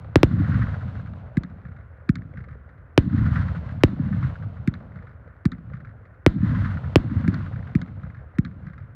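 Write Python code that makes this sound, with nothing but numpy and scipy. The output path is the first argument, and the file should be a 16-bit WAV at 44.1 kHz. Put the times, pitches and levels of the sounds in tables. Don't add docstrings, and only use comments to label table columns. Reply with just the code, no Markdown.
import sys
import numpy as np
from scipy import signal
from scipy.fft import rfft, irfft
from scipy.io import wavfile
from scipy.ndimage import uniform_filter1d

SR = 44100
rng = np.random.default_rng(int(sys.argv[2]) if len(sys.argv) > 2 else 0)


def generate_wav(sig):
    pcm = np.round(np.clip(np.atleast_2d(sig).T, -1, 1) * 32767).astype(np.int16)
    wavfile.write(sys.argv[1], SR, pcm)


def boost(x):
    u = np.asarray(x, float) / 20
    return 10 ** u


N = 394694
HZ = np.fft.rfftfreq(8192, 1 / SR)
LEAD = 600

# (time [s], ground echo delay [ms], echo level [dB], roll level [dB], stretch of echo delays [ratio])
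BURSTS = [
    (0.1576, 1.18, -2.5, -25, 0.91),
    (0.2317, 1.18, 5.5, -24, 1.03),
    (2.9775, 1.13, 6.5, -21.5, 0.95),
    (3.8356, 1.246, 2.5, -26.5, 0.94),
    (6.2635, 1.15, 4, -22, 1.02),
    (6.9579, 1.13, 2, -26.5, 0.95),
]
# (time [s], thud level [dB], muzzle crack level [dB], echo level [dB])
LAUNCHES = [
    (1.3701, 13.5, -23, -1),
    (2.091, 16, -20.5, 1),
    (4.6749, 13.5, -21.5, -0.5),
    (5.454, 15.5, -22, 1.5),
    (7.278, 14.5, -23, 3),
    (7.7515, 15.5, -22.5, 0.5),
    (8.3848, 15, -23.5, 2.5),
]
BURST_ROLLS = [(-.858, -25)] + [(row[0], row[3]) for row in BURSTS]
# (frequency [Hz], density [dB per Hz])
CRACK = [(590, -33), (1000, -4), (1480, -1.5), (2020, -7.5), (2350, -17.5), (4240, -26.5), (4930, -32.5),
         (11000, -53), (14300, -83.5), (22000, -120)]
# (frequency [Hz], density [dB per Hz])
BODY = [(300, -42.5), (380, -8), (500, -1), (650, -2), (800, -6), (1000, -15), (1200, -36.5)]
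# (frequency [Hz], density [dB per Hz])
FRESH_BOOM = [(15, -51), (25, -16), (88, -2), (200, 1), (313, -9.5), (352, -11.5), (420, -31), (550, -61),
              (920, -120)]
# (frequency [Hz], density [dB per Hz])
SNAP = [(2800, -27), (3500, 0), (4200, -2.5), (5200, -20), (7500, -24.5)]


def evened(x):
    return x / np.sqrt(np.mean(x ** 2) + 1e-20)


def add(mix, s, sound):
    part = mix[round(s * SR):][:len(sound)]
    part += sound[:len(part)]


def colour(x, points):
    f, db = np.transpose(points)
    hz = np.fft.rfftfreq(len(x), 1 / SR)
    gain_db = np.interp(np.log(hz + 1), np.log(f + 1), db, -100, -100)
    return evened(irfft(rfft(x) * boost(gain_db), len(x)))


def low(hz, q):
    return 1 / (1 - (HZ / hz) ** 2 + 1j * HZ / (hz * q))


def blast(ms):
    u = np.arange(8192) / (SR * ms / 1000)
    return -rfft((1 - u) * np.exp(-u))


def vented(spectrum):
    return irfft(-spectrum * (HZ / 192) ** 2 * low(192, .84))


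def puff(points, ms, rise_ms=0.54):
    t_ms = np.arange(8192) / SR * 1000
    shape = np.exp(-t_ms / ms) * (1 - np.exp(-t_ms / rise_ms))
    shape *= np.cos(np.pi / 2 * t_ms / t_ms[-1])
    noise = colour(rng.standard_normal(len(t_ms)), points)
    return evened(noise * shape) * np.sqrt(np.mean(shape ** 2))


def scatter(per_s, spread_db):
    chance, sign, size = rng.random((N, 3)).T
    return (chance < per_s / SR) * np.sign(sign - .5) * boost(-spread_db * np.log(size + 0.0064))


def shock(echo_ms):
    ground = 1.13 * np.exp(-2j * np.pi * HZ * echo_ms / 1000) * low(138, 0.67)
    pressure = np.tanh(7.1 * irfft(blast(1.81) * (1 + ground)))
    hand = 0.62 + 0.17 * np.exp(-2j * np.pi * HZ * 0.00037)
    return vented(rfft(pressure) * hand * low(3700, 0.88)) * np.cos(np.linspace(0, np.pi / 2, 8192))


def splinters_and_field():
    # (frequency [Hz], density [dB per Hz])
    splinter = [(900, -33), (1500, -0.5), (3000, 2), (5000, -16), (8000, -21.5), (10500, -34),
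                (12000, -22.5), (13500, -27), (16000, -43)]
    casing = boost(-9) * puff(splinter, 1.0) + boost(-29) * puff(splinter, 6.0) + boost(-30.0) * puff(CRACK, 7.7)
    field = boost(-46.5) * puff(CRACK, 130.0) + boost(-61.0) * puff(SNAP, 130.0)
    field += boost(-59) * puff(splinter, 60.0) + boost(-39.5) * puff(BODY, 32.0)
    field += boost(-24) * puff(FRESH_BOOM, 60.0, rise_ms=16.0)
    return casing + field


def bursts():
    # (delay [s], boom level [dB], depth [s])
    fronts = [(0.056, -21.5, 0.053), (.082, -15.5, 0.023), (0.152, -12, 0.019), (0.167, -16, 0.0096),
              (0.199, -20.5, .02), (0.243, -15, 0.016), (0.279, -14, .02), (.31, -18, 0.014),
              (0.378, -20, 0.0285), (.43, -36.5, 0.023), (0.506, -30.5, 0.024), (0.581, -37, 0.022),
              (0.608, -21.5, .02)]
    # (delay [s], level over the roll [dB], decay [ms])
    walls = [(.12, -13, 7), (.152, -8.5, 4.9), (0.243, -10.5, 8), (.285, -0.5, 11), (0.383, 0, 21.6),
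             (.452, -7, 9), (.508, -1.5, 6.4), (.575, -8, 13), (.716, -10.5, 12), (.835, -13, 11)]
    # (frequency [Hz], density [dB per Hz])
    slap = [(600, -38), (1000, -8.5), (1450, 2), (1900, -7), (2500, -23.5), (4200, -33.5), (8000, -59),
            (12000, -90)]
    out = np.zeros(N)
    booms = [boost(16.5 + db) * thud(350 * np.exp(-delay / .9)) for delay, db, depth in fronts]
    for s, echo_ms, echo_db, roll_db, stretch in BURSTS:
        add(out, s, boost(9.5) * shock(echo_ms))
        add(out, s, splinters_and_field())
        for boom, (delay, boom_db, depth) in zip(booms, fronts):
            for place, sign in rng.random((3, 2)):
                arrival = s - LEAD / SR + delay * stretch + place * depth
                add(out, arrival, boost(echo_db - 4) * np.sign(sign - .5) * boom)
        height = 1 + .25 * (echo_ms - 1.16)
        for (delay, db, ms), luck in zip(walls, rng.standard_normal(len(walls))):
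            level = boost(roll_db + db - 9 + 0.5 * luck)
            add(out, s + delay * height, level * puff(slap, ms, rise_ms=0.68))
    for s, roll_db in BURST_ROLLS:
        tick = puff(slap, 2.5) + boost(-20) * puff(SNAP, 1.4)
        add(out, s + .903, boost(roll_db - 15) * tick)
    return out


def thud(edge_hz=355):
    cancel = (1 + (HZ / 300) ** 2) ** .45 / np.sqrt(1 + (HZ / edge_hz) ** 26)
    wave = vented(blast(1.71) * low(217, .57) * low(217, .6) * cancel)
    return np.roll(wave, LEAD) * signal.windows.tukey(len(wave), .1)


def launches():
    # (delay [s], thud level [dB], crack level [dB])
    fronts = [(0.0641, -21, -12.5), (.076, -22.5, -20), (0.093, -28.5, -30), (.128, -28.5, -27.5),
              (0.245, -33, -31.5), (0.266, -28, -35), (0.281, -17.5, -21.5), (0.297, -34, -28),
              (0.313, -22, -28), (.348, -38, -26.5), (.394, -30.5, -25), (0.417, -18, -30.5),
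              (0.437, -26, -32.5), (0.455, -35, -36.5), (.599, -33.5, -33), (.688, -37, -40)]
    # (frequency [Hz], density [dB per Hz])
    muzzle = [(600, -48), (900, -45), (1200, -0.5), (1900, 3), (2400, -5.5), (3000, -30), (3700, -13.5),
              (6000, -25.5), (9000, -35.5), (15500, -45)]
    # (frequency [Hz], density [dB per Hz])
    answer = [(900, -39.5), (1150, -2), (1500, 0.5), (2150, -6), (2450, -27), (4000, -31.5), (7000, -55.5)]
    out = np.zeros(N)
    booms = [thud(350 * np.exp(-row[0] / 0.44)) for row in fronts]
    for s, db, crack_db, echo_db in LAUNCHES:
        add(out, s - LEAD / SR, boost(db) * thud())
        add(out, s, boost(crack_db) * (puff(muzzle, 2.28, rise_ms=0.46) + boost(-12) * puff(muzzle, 5.0)))
        gate = puff(SNAP, 2.0, rise_ms=0.54)
        add(out, s + fronts[0][0], boost(echo_db + crack_db - 17.0) * gate)
        for boom, (delay, thud_db, front_db) in zip(booms, fronts):
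            crack = puff(muzzle, 1.5 + 13.4 * delay, rise_ms=0.73)
            damping = np.clip(7.0 * delay + 0.32, 0, .9)
            dull = signal.lfilter([1], [1, -damping], crack)
            dull *= np.std(crack) / np.std(dull)
            returned = puff(answer, 2.47 + 13.6 * delay, rise_ms=0.75)
            add(out, s - LEAD / SR + delay, boost(echo_db + db + thud_db) * boom)
            add(out, s + delay, boost(echo_db + crack_db + front_db - 2.5) * dull)
            add(out, s + delay, boost(echo_db + crack_db + front_db + 1.5) * returned)
    return out


def roll_level(launch_db, far_db, linger_s):
    # (delay [s], strength of the walls [dB])
    village = [(0, -30), (.1, -14), (.17, -1), (.24, -2.5), (0.329, -2.5), (.41, -2.6), (.54, -11.5),
               (.72, -11.5), (1.5, -33)]
    t = np.arange(-SR, N, 64) / SR
    delay, wall_db = np.transpose(village)
    power = boost(far_db) ** 2
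    for s, db in BURST_ROLLS:
        beyond = np.maximum(t - s - delay[-1], 0)
        power = power + boost(db + np.interp(t - s, delay, wall_db, -100) - 19.5 * beyond) ** 2
    for s, db, crack_db, echo_db in LAUNCHES:
        beyond = np.maximum(t - s - .3, 0)
        power = power + (t > s) * boost(launch_db + echo_db - 32.5 * beyond) ** 2
    keep = np.exp(-(t[1] - t[0]) / max(linger_s, 1 / SR))
    lingering = signal.lfilter([1 - keep], [1, -keep], power)
    return np.interp(np.arange(N) / SR, t, 10 * np.log10(lingering))


def roll_boom(boom_db):
    # (frequency [Hz], density [dB per Hz])
    early_boom = [(15, -46), (25, -26), (96, 6), (145, -0.5), (227, -11), (313, -22.5), (356, -46.5),
                  (420, -63), (550, -73.5), (920, -120)]
    # (frequency [Hz], density [dB per Hz])
    late_boom = [(15, -48), (25, -25.5), (75, 6), (178, -16), (199, -21), (232, -20), (400, -34),
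                 (520, -55.5), (880, -120)]
    # (frequency [Hz], density [dB per Hz])
    flicker = [(11600, -27), (11850, 2.5), (12150, -1.5), (12400, -27.5)]
    taps = scatter(500, 3.2)
    early = np.clip((boom_db + 52.5) / 16, 0, 1)
    shots = np.sort([-1] + [row[0] for row in BURSTS + LAUNCHES])
    t = np.arange(N) / SR
    since_shot = t - shots[np.searchsorted(shots, t) - 1]
    fresh = np.exp(-since_shot / 0.12)
    aged = early * colour(taps, early_boom) + (1 - early) * colour(taps, late_boom)
    boom = fresh * colour(taps, FRESH_BOOM) + (1 - fresh) * aged
    return boom + boost(-66) * early ** 2 * colour(scatter(700, 3.0), flicker)


def roll_crack(boom_db):
    crack = colour(scatter(9000, 3.0), CRACK)
    crack += boost(-27) * colour(scatter(6000, 3.0), SNAP)
    clump = round(0.028 * SR)
    clumps = uniform_filter1d(uniform_filter1d(rng.standard_normal(N), size=clump), size=clump)
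    crack *= boost(1.38 * evened(clumps))
    dull = signal.sosfilt(signal.butter(6, 2350, fs=SR, output="sos"), crack)
    near = np.clip((boom_db + 52) / 27.5, 0, 1.3)
    return near * crack + (1 - near) * dull


def roll():
    boom_db = roll_level(launch_db=-44, far_db=-51, linger_s=0.0097)
    body_db = -56.5 + .65 * (roll_level(launch_db=-59.5, far_db=-48.5, linger_s=0.18) + 36)
    crack_db = -49 + 0.7 * (roll_level(launch_db=-50.5, far_db=-55.5, linger_s=0.1) + 36)
    boom = boost(boom_db + 3.5) * roll_boom(boom_db)
    body = boost(body_db + 1.0) * colour(scatter(600, 4.1), BODY)
    crack = boost(crack_db - 1.5) * roll_crack(boom_db)
    return boom + body + crack


def night():
    # (frequency [Hz], density [dB per Hz])
    murmur = [(150, -33), (250, -2.5), (371, -5), (522, -1.5), (888, -18.5), (1460, -3), (2950, -33),
              (6370, -52.5), (15000, -63.5)]
    # (time [s], peak level [dB], pitch [Hz])
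    far_pops = [
        (1.315, -33, 610),
        (2.019, -35, 538),
        (2.338, -33, 515),
        (2.4, -35.5, 387),
        (2.473, -33, 500),
        (2.552, -36, 434),
        (2.689, -48, 861),
        (5.274, -35, 500),
        (5.714, -32, 520),
        (6.01, -34.5, 494),
    ]
    out = boost(-60) * colour(scatter(5000, 3.3), murmur)
    t = np.arange(1500) / SR
    shape = np.exp(-t / 0.0043) * (1 - np.exp(-t / 0.001))
    for s, db, hz in far_pops:
        add(out, s, boost(db - 5.0) * np.sin(2 * np.pi * hz * t) * shape)
    return out


def scene():
    return (bursts() + launches() + roll() + night())[None]


def top_cut(x):
    return signal.sosfilt(signal.butter(12, 16670, fs=SR, output="sos"), x)


def record(dry):
    crossovers = [19, 50, 50, 220, 433, 5012]
    x = dry
    for hz in crossovers:
        poles = signal.butter(2, hz, fs=SR)[1]
        x = signal.lfilter(poles[::-1], poles, x)
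    x = x / (1 + abs(x / .9) ** 8) ** (1 / 8)
    x = x + boost(-92) * rng.standard_normal(x.shape)
    x = signal.oaconvolve(x, signal.firwin(255, 16100, fs=SR)[None], "same")
    return top_cut(x)


dry = scene()
out = record(dry)
generate_wav(out)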